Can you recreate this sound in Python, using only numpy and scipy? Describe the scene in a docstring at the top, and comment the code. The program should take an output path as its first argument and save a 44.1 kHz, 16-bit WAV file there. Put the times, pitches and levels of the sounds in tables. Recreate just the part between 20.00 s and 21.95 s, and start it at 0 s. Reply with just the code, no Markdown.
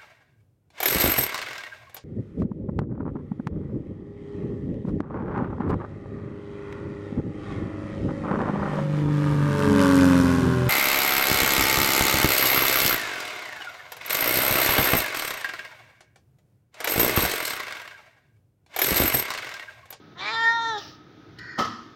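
"""A cat close by on a tiled courtyard gives one long meow: a raspy, period-doubled start, a clear arch,
a breathy fall. It is made of vocal fold harmonics and breath weighted by moving mouth resonances.
Then something like a door, farther off, clicks and creaks briefly (filtered noise), and bangs shut with
a rattle (noise cracks and ringing panel modes). The walls echo both by convolution with fading noise,
over a low outdoor hum of noise bands."""
import sys
import numpy as np
from scipy import signal
from scipy.fft import rfft, irfft
from scipy.io import wavfile

SR = 44100
rng = np.random.default_rng(int(sys.argv[2]) if len(sys.argv) > 2 else 0)


def store_pcm(level_fs):
    """Save levels as 16-bit WAV."""
    pcm = np.round(np.clip(level_fs, -1, 1) * 32767).astype(np.int16)
    wavfile.write(sys.argv[1], SR, np.atleast_2d(pcm).T)


N = 85995  # samples
T = np.arange(N) / SR  # time [s]
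HZ = np.fft.rfftfreq(2 * N, 1 / SR)  # filter frequencies [Hz]; double length keeps the ends apart


def undb(db):
    """Amplitude of a level in dB."""
    return 10 ** (np.asarray(db) / 20)


def unit(x):
    """Scale to rms 1."""
    return x / np.sqrt(np.mean(x ** 2) + 1e-20)


def curves(table):
    """Each column of a time table, sample by sample."""
    times, *columns = np.array(table, float).T
    return [np.interp(T, times, column) for column in columns]


def gate(start, end, ramp):
    """Fade in after start, out before end [s]."""
    return np.clip(np.minimum(T - start, end - T) / ramp, 0, 1)


def shape(x, gain):
    """Filter by a gain per frequency."""
    return irfft(rfft(x, 2 * N) * gain)[:N]


def noise(colour):
    """Noise of rms 1 with a (frequency [Hz], level [dB]) spectrum, interpolated over log frequency."""
    hz, db = np.array(colour, float).T
    level_db = np.interp(np.log(HZ + 1), np.log(hz), db)
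    return unit(shape(rng.standard_normal(N), undb(level_db)))


def resonance(hz, centre, half_width):
    """Gain of a resonance: 1 at its centre, one half at half_width away."""
    return 1 / (1 + ((hz - centre) / half_width) ** 2)


def wander(hz):
    """Smooth chance of rms 1, weakening above a given rate."""
    return unit(shape(rng.standard_normal(N), resonance(HZ, 0, hz)))


def turn(hz):
    """Running phase [rad] of a frequency curve."""
    return 2 * np.pi * np.cumsum(hz + np.zeros(N)) / SR


def band(hz, half_width):
    """Noise in a resonance whose centre may move."""
    phase = turn(hz)
    return wander(half_width) * np.cos(phase) + wander(half_width) * np.sin(phase)


def decay(start, t60):
    """Quick rise around the start, then an exponential fall of 60 dB per t60 [s]."""
    contact_s = 0.0048  # rise time
    age = np.maximum(T - start + contact_s / 2, 0)
    rise = np.sin(np.pi / 2 * np.minimum(age / contact_s, 1)) ** 2
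    return rise * np.exp(-np.log(1000) * age / t60)


def meow(jitter_hz=260, shimmer_hz=16, breath_pulsing=0.48):
    """Vocal fold harmonics and pulsed breath in the mouth's resonances; hoarse cycles alternate."""
    # vocal fold rate: (time [s], pitch [Hz])
    fold_rate = [(.17, 345), (.2, 359.2), (.245, 405), (.285, 427), (.325, 452.6), (.355, 452.1),
                 (.42, 456.9), (.49, 460.5), (.57, 462.5), (.64, 456.5), (.7, 453.6), (.745, 426.2),
                 (.772, 407.8), (.82, 400)]
    # hoarseness: (time [s], half-pitch tones [dB], rms pitch jitter [share], breath [dB])
    rasp = [(.185, -17, 0.023, -3), (.23, -7, 0.029, -6.5), (.285, -3, .016, -9), (.32, -7, 0.013, -28),
            (.345, -24, 0.019, -11.5), (.375, -19.5, 0.0057, -22.5), (.5, -50, 0.007, -34.5),
            (.74, -48, 0.0051, -21.5), (.8, -28, 0.022, -14)]
    # the mouth opens and closes: (time [s], first, second, third, fourth resonance [Hz])
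    mouth = [(.2, 1020, 1850, 3567, 5810), (.24, 1060, 1920, 3850, 5030), (.29, 1080, 1870, 3750, 5020),
             (0.337, 1120, 1880, 3820, 4800), (0.422, 1104, 1830, 3350, 4730),
             (0.491, 1077, 1780, 3830, 5220), (0.618, 1074, 1750, 3757, 5740), (.7, 1106, 1720, 3755, 5800),
             (.78, 800, 1620, 3676, 5230)]
    # strength of those resonances before the breath balance: (time [s], first, second, third, treble [dB])
    effort = [(.17, -44.5, -51.5, -63, -77), (.192, -45.5, -45.5, -39.5, -60), (.22, -36.5, -42, -39, -58),
              (.284, -33.5, -33.5, -38, -49), (.32, -33, -35, -37, -49), (.346, -30.5, -36.5, -30, -43),
              (.375, -30, -28.5, -36.5, -46), (.44, -26.5, -23.5, -35.5, -41.5),
              (.482, -26.5, -16, -37.5, -46), (.53, -26.5, -23, -37, -50), (.59, -26, -38, -36.5, -55),
              (.625, -27.5, -32.5, -37.5, -51), (.704, -28.5, -34.5, -36.5, -50),
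              (.77, -32, -40, -41, -56.5), (.785, -36, -49, -42.5, -48), (.81, -51, -52, -40, -57)]
    # their half widths in the clear voice: one column [Hz]
    widths_hz = [395, 170, 366, 798]
    # how much hoarseness widens each: one column [share per unit half-pitch amplitude]
    rasp_widening = [0.79, 5.2, 2.2, 1.7]
    # faint upper resonances: (frequency [Hz], half width [Hz], level against the treble [dB])
    overtones = [(7050, 220, -14.5), (9070, 900, -31.5), (12300, 630, -37.5)]
    # fundamental before the breath balance: (time [s], level [dB])
    fundamental_level = [(.18, -55), (.33, -45.5), (.4, -48), (.47, -44), (.57, -57.5), (.68, -44),
                         (.79, -38.5), (.815, -57)]
    shimmer_db, treble_shimmer_db = 0.24, 3
    breath_tilt = 4.5  # dB per octave: the clear voice is breathier toward the treble

    pitch, = curves(fold_rate)
    half_db, jitter, breath_db = curves(rasp)
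    half, air = undb(half_db), undb(breath_db)
    phase = turn(pitch * (1 + jitter * wander(jitter_hz)))

    # tones at 1.5, 2, 2.5 ... times the pitch; the half steps are the period doubling
    multiples = np.arange(3, 60)[:, None] / 2
    source = np.where(multiples % 1, half, 1)
    tones = []
    for k in multiples[:, 0]:
        tone = np.sin(k * phase + rng.uniform(0, 2 * np.pi))
        depth_db = shimmer_db if k < 10 else treble_shimmer_db
        tones.append(tone * undb(depth_db * wander(shimmer_hz)))

    efforts = curves(effort)
    throat = list(zip(curves(mouth), widths_hz, rasp_widening, efforts))
    throat += [(hz, width, 0, efforts[-1] + db) for hz, width, db in overtones]
    power, breath = 0, 0
    for centre, width, widening, db in throat:
        # each resonance shares its power among the tones near it
        passed = resonance(multiples * pitch, centre, width * (1 + widening * half)) ** 3
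        weight = source ** 2 * passed
        power = power + weight / weight.sum(axis=0) * undb(db) ** 2
        tilt_db = breath_tilt * (1 - air) * np.log2(centre / 1000)
        breath = breath + undb(db + tilt_db) * band(centre, min(width, 560))

    voice = (np.sqrt(2 * power) * np.array(tones)).sum(axis=0)
    voice = voice + undb(curves(fundamental_level)[0]) * np.sqrt(2) * np.sin(phase)
    pulsed_breath = air * breath * (1 + breath_pulsing * np.cos(phase))
    return (voice + pulsed_breath) / np.sqrt(1 + air ** 2) * gate(0.151, 0.818, 0.032)


def whistle():
    """A narrow, unsteady tone of air in the throat during the hoarse start."""
    # (time [s], frequency [Hz], level [dB])
    glide = [(.2, 2365, -61), (.218, 2330, -40.5), (.245, 2290, -42), (.268, 2290, -32.5),
             (.288, 2396, -28), (.306, 2415, -43), (.335, 2400, -60.5)]
    jitter, flutter_db = 0.0071, 3.7  # rms share of the frequency, rms level
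    hz, db = curves(glide)
    tone = np.sqrt(2) * np.sin(turn(hz * (1 + jitter * wander(300))))
    return tone * undb(db + flutter_db * wander(220)) * gate(glide[0][0], glide[-1][0], 0.0075)


def hiss():
    """The cat's breath runs on after the voice; one resonance sinks in it as the mouth shuts."""
    # breath: (time [s], level [dB])
    breath_level = [(0.738, -64), (0.783, -43), (.84, -44), (.91, -49.5), (.96, -58.5), (1.02, -88.5)]
    # breath colour: (frequency [Hz], relative level [dB])
    breath_colour = [(350, -29), (600, -7.5), (758, -9.5), (846, -24), (970, -31), (1230, 1), (1450, -15.5),
                     (1850, -8.5), (2150, -18.5), (2910, -13), (5560, -7), (7940, -43), (13400, -44),
                     (14900, -27), (16000, -25.5)]
    # the sinking third resonance: (time [s], frequency [Hz], level [dB])
    closing_mouth = [(.75, 3694, -56), (.782, 3500, -39), (.8, 3165, -54), (.835, 2885, -44.5),
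                     (.88, 2850, -87)]
    hz, db = curves(closing_mouth)
    closing = band(hz, 80) * undb(db)
    breath = noise(breath_colour) * undb(curves(breath_level)[0])
    return (breath + closing) * gate(breath_level[0][0], breath_level[-1][0], 0.01)


def latch():
    """Short bright clicks: coloured noise that dies at once."""
    # (time [s], level [dB])
    clicks = [(1.387, -34.5), (1.391, -40)]
    # click colour: (frequency [Hz], relative level [dB])
    click_colour = [(1000, -21), (2300, -14), (3050, 3), (3450, -5), (3950, 7), (5400, -1), (6300, -15),
                    (8500, -22), (12000, -24.5), (16000, -33)]
    return sum(undb(db) * noise(click_colour) * decay(t, 0.037) for t, db in clicks)


def creak(slip_depth_db=0.5, swell_db=2):
    """Uneven stick and slip rings a few resonances, which sag as the door slows."""
    # (frequency before the sag [Hz], width [Hz], relative level [dB])
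    creak_modes = [(980, 33, -14), (1518, 270, 1), (1867, 150, 5), (2360, 130, -16), (4370, 110, -10.5),
                   (5050, 700, -11.5), (6700, 130, -23.5)]
    start_s, end_s, ramp_s = 1.372, 1.615, 0.028
    start_db, slip_hz, sag = -42.5, 95.4, 0.035
    progress = np.clip((T - start_s) / (end_s - start_s), 0, 1)
    glide = 1 + sag * (0.4 - 2 * progress ** 4)
    ring = sum(undb(db) * band(hz * glide, width / 2) for hz, width, db in creak_modes)
    slip_phase = turn(slip_hz * (1 + 0.18 * wander(40)))
    slips = undb(slip_depth_db * np.cos(slip_phase))
    return unit(ring * slips) * undb(start_db + swell_db * progress) * gate(start_s, end_s, ramp_s)


def bang():
    """Bang and rattle: quick blows, each a dull crack that rings the panel's modes."""
    # (time [s], level [dB])
    blows = [(1.579, -32.5), (1.587, -20), (1.592, -22), (1.597, -24), (1.605, -22), (1.622, -28.5),
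             (1.65, -27.5)]
    # crack colour: (frequency [Hz], relative level [dB])
    blow_colour = [(25, -45), (50, -24), (90, -4.5), (200, -4.5), (500, -1.5), (800, -6), (1250, 3.5),
                   (1500, -15.5), (1850, -4.5), (2500, -23), (3100, -11), (3800, -17), (5400, -15.5),
                   (7000, -25.5), (8200, -37.5), (12000, -39), (16000, -37)]
    # panel modes: (frequency [Hz], width before damping is scaled [Hz], relative level [dB])
    panel = [(227, 170, -8), (480, 100, -1.5), (785, 53, 0), (1050, 36, -5.5), (1291, 33, 3),
             (1740, 110, -7), (2880, 120, -24), (2970, 110, -15), (4040, 170, -24), (5150, 150, -32)]
    crack_t60_s, panel_db, damping = 0.12, -4.5, 0.77  # damping scales the mode widths
    out = 0
    for t, db in blows:
        ring = 0
        for hz, width, mode_db in panel:
            tone = np.sin(2 * np.pi * hz * (T - t) + rng.uniform(0, 2 * np.pi))
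            mode_t60_s = np.log(1000) / (np.pi * width * damping)  # wide modes die sooner
            ring = ring + undb(mode_db) * tone * decay(t, mode_t60_s)
        crack = noise(blow_colour) * decay(t, crack_t60_s)
        out = out + undb(db) * (crack + undb(panel_db) * ring)
    return out


def courtyard(x):
    """Diffuse echo of walls and tiles; the bass escapes sooner."""
    # echo colour: (frequency [Hz], relative level [dB])
    yard_colour = [(60, 7), (200, 12), (600, -7), (1250, 7), (2000, 4.5), (5000, 5.5), (8000, -0.5),
                   (15000, -7)]
    lag_s, t60_s, bass_t60_s, crossover_hz = 0.016, 0.67, 0.37, 380
    wash = noise(yard_colour)
    bass = shape(wash, resonance(HZ, 0, crossover_hz) ** 2)
    tail = (wash - bass) * decay(lag_s, t60_s) + bass * decay(lag_s, bass_t60_s)
    return signal.fftconvolve(x, tail / np.sqrt(np.sum(tail ** 2)))[:N]


def background():
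    """Low outdoor noise with wavering hums, each a narrow band of noise."""
    # outdoor noise colour: (frequency [Hz], relative level [dB])
    air_colour = [(15, -87), (25, -30.5), (70, -21.5), (108, -5), (256, -10), (317, -3.5), (560, -19.5),
                  (659, -19), (1100, -24.5), (1290, -24.5), (1400, -19), (2760, -30.5), (3620, -25.5),
                  (4250, -31), (6050, -37), (7920, -62.5), (16000, -51.5)]
    # wavering hums: (frequency [Hz], width [Hz], level [dB])
    hums = [(305.8, 12, -60), (1273, 51, -60.5)]
    # swell of the low hum: (time [s], relative level [dB])
    hum_swell = [(0, -7.5), (.6, 3.5), (.85, 5), (1.15, -4), (1.35, 10), (1.52, 4.5), (1.9, -6)]
    low_hum = undb(-60.5 + curves(hum_swell)[0]) * band(106.8, 38)  # centre, half width [Hz]
    air = undb(-50.5) * noise(air_colour) * undb(0.5 * wander(1.4))
    return air + low_hum + sum(undb(db) * band(hz, width / 2) for hz, width, db in hums)


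def scene():
    """Cat near, door farther off and so more echoed, both within the walls."""
    cat = meow() + whistle() + hiss()
    door = latch() + creak() + bang()
    echo = courtyard(undb(-20) * cat + undb(-9) * door)
    return (cat + door + echo + background())[None]


def record(dry):
    """The recorder thins the deep bass below 55 Hz and cuts the top above 15.8 kHz."""
    thinned = signal.sosfilt(signal.butter(2, 55, "high", fs=SR, output="sos"), dry)
    return signal.sosfilt(signal.ellip(10, 0.2, 70, 15800, fs=SR, output="sos"), thinned)


dry = scene()
out = record(dry)
store_pcm(out)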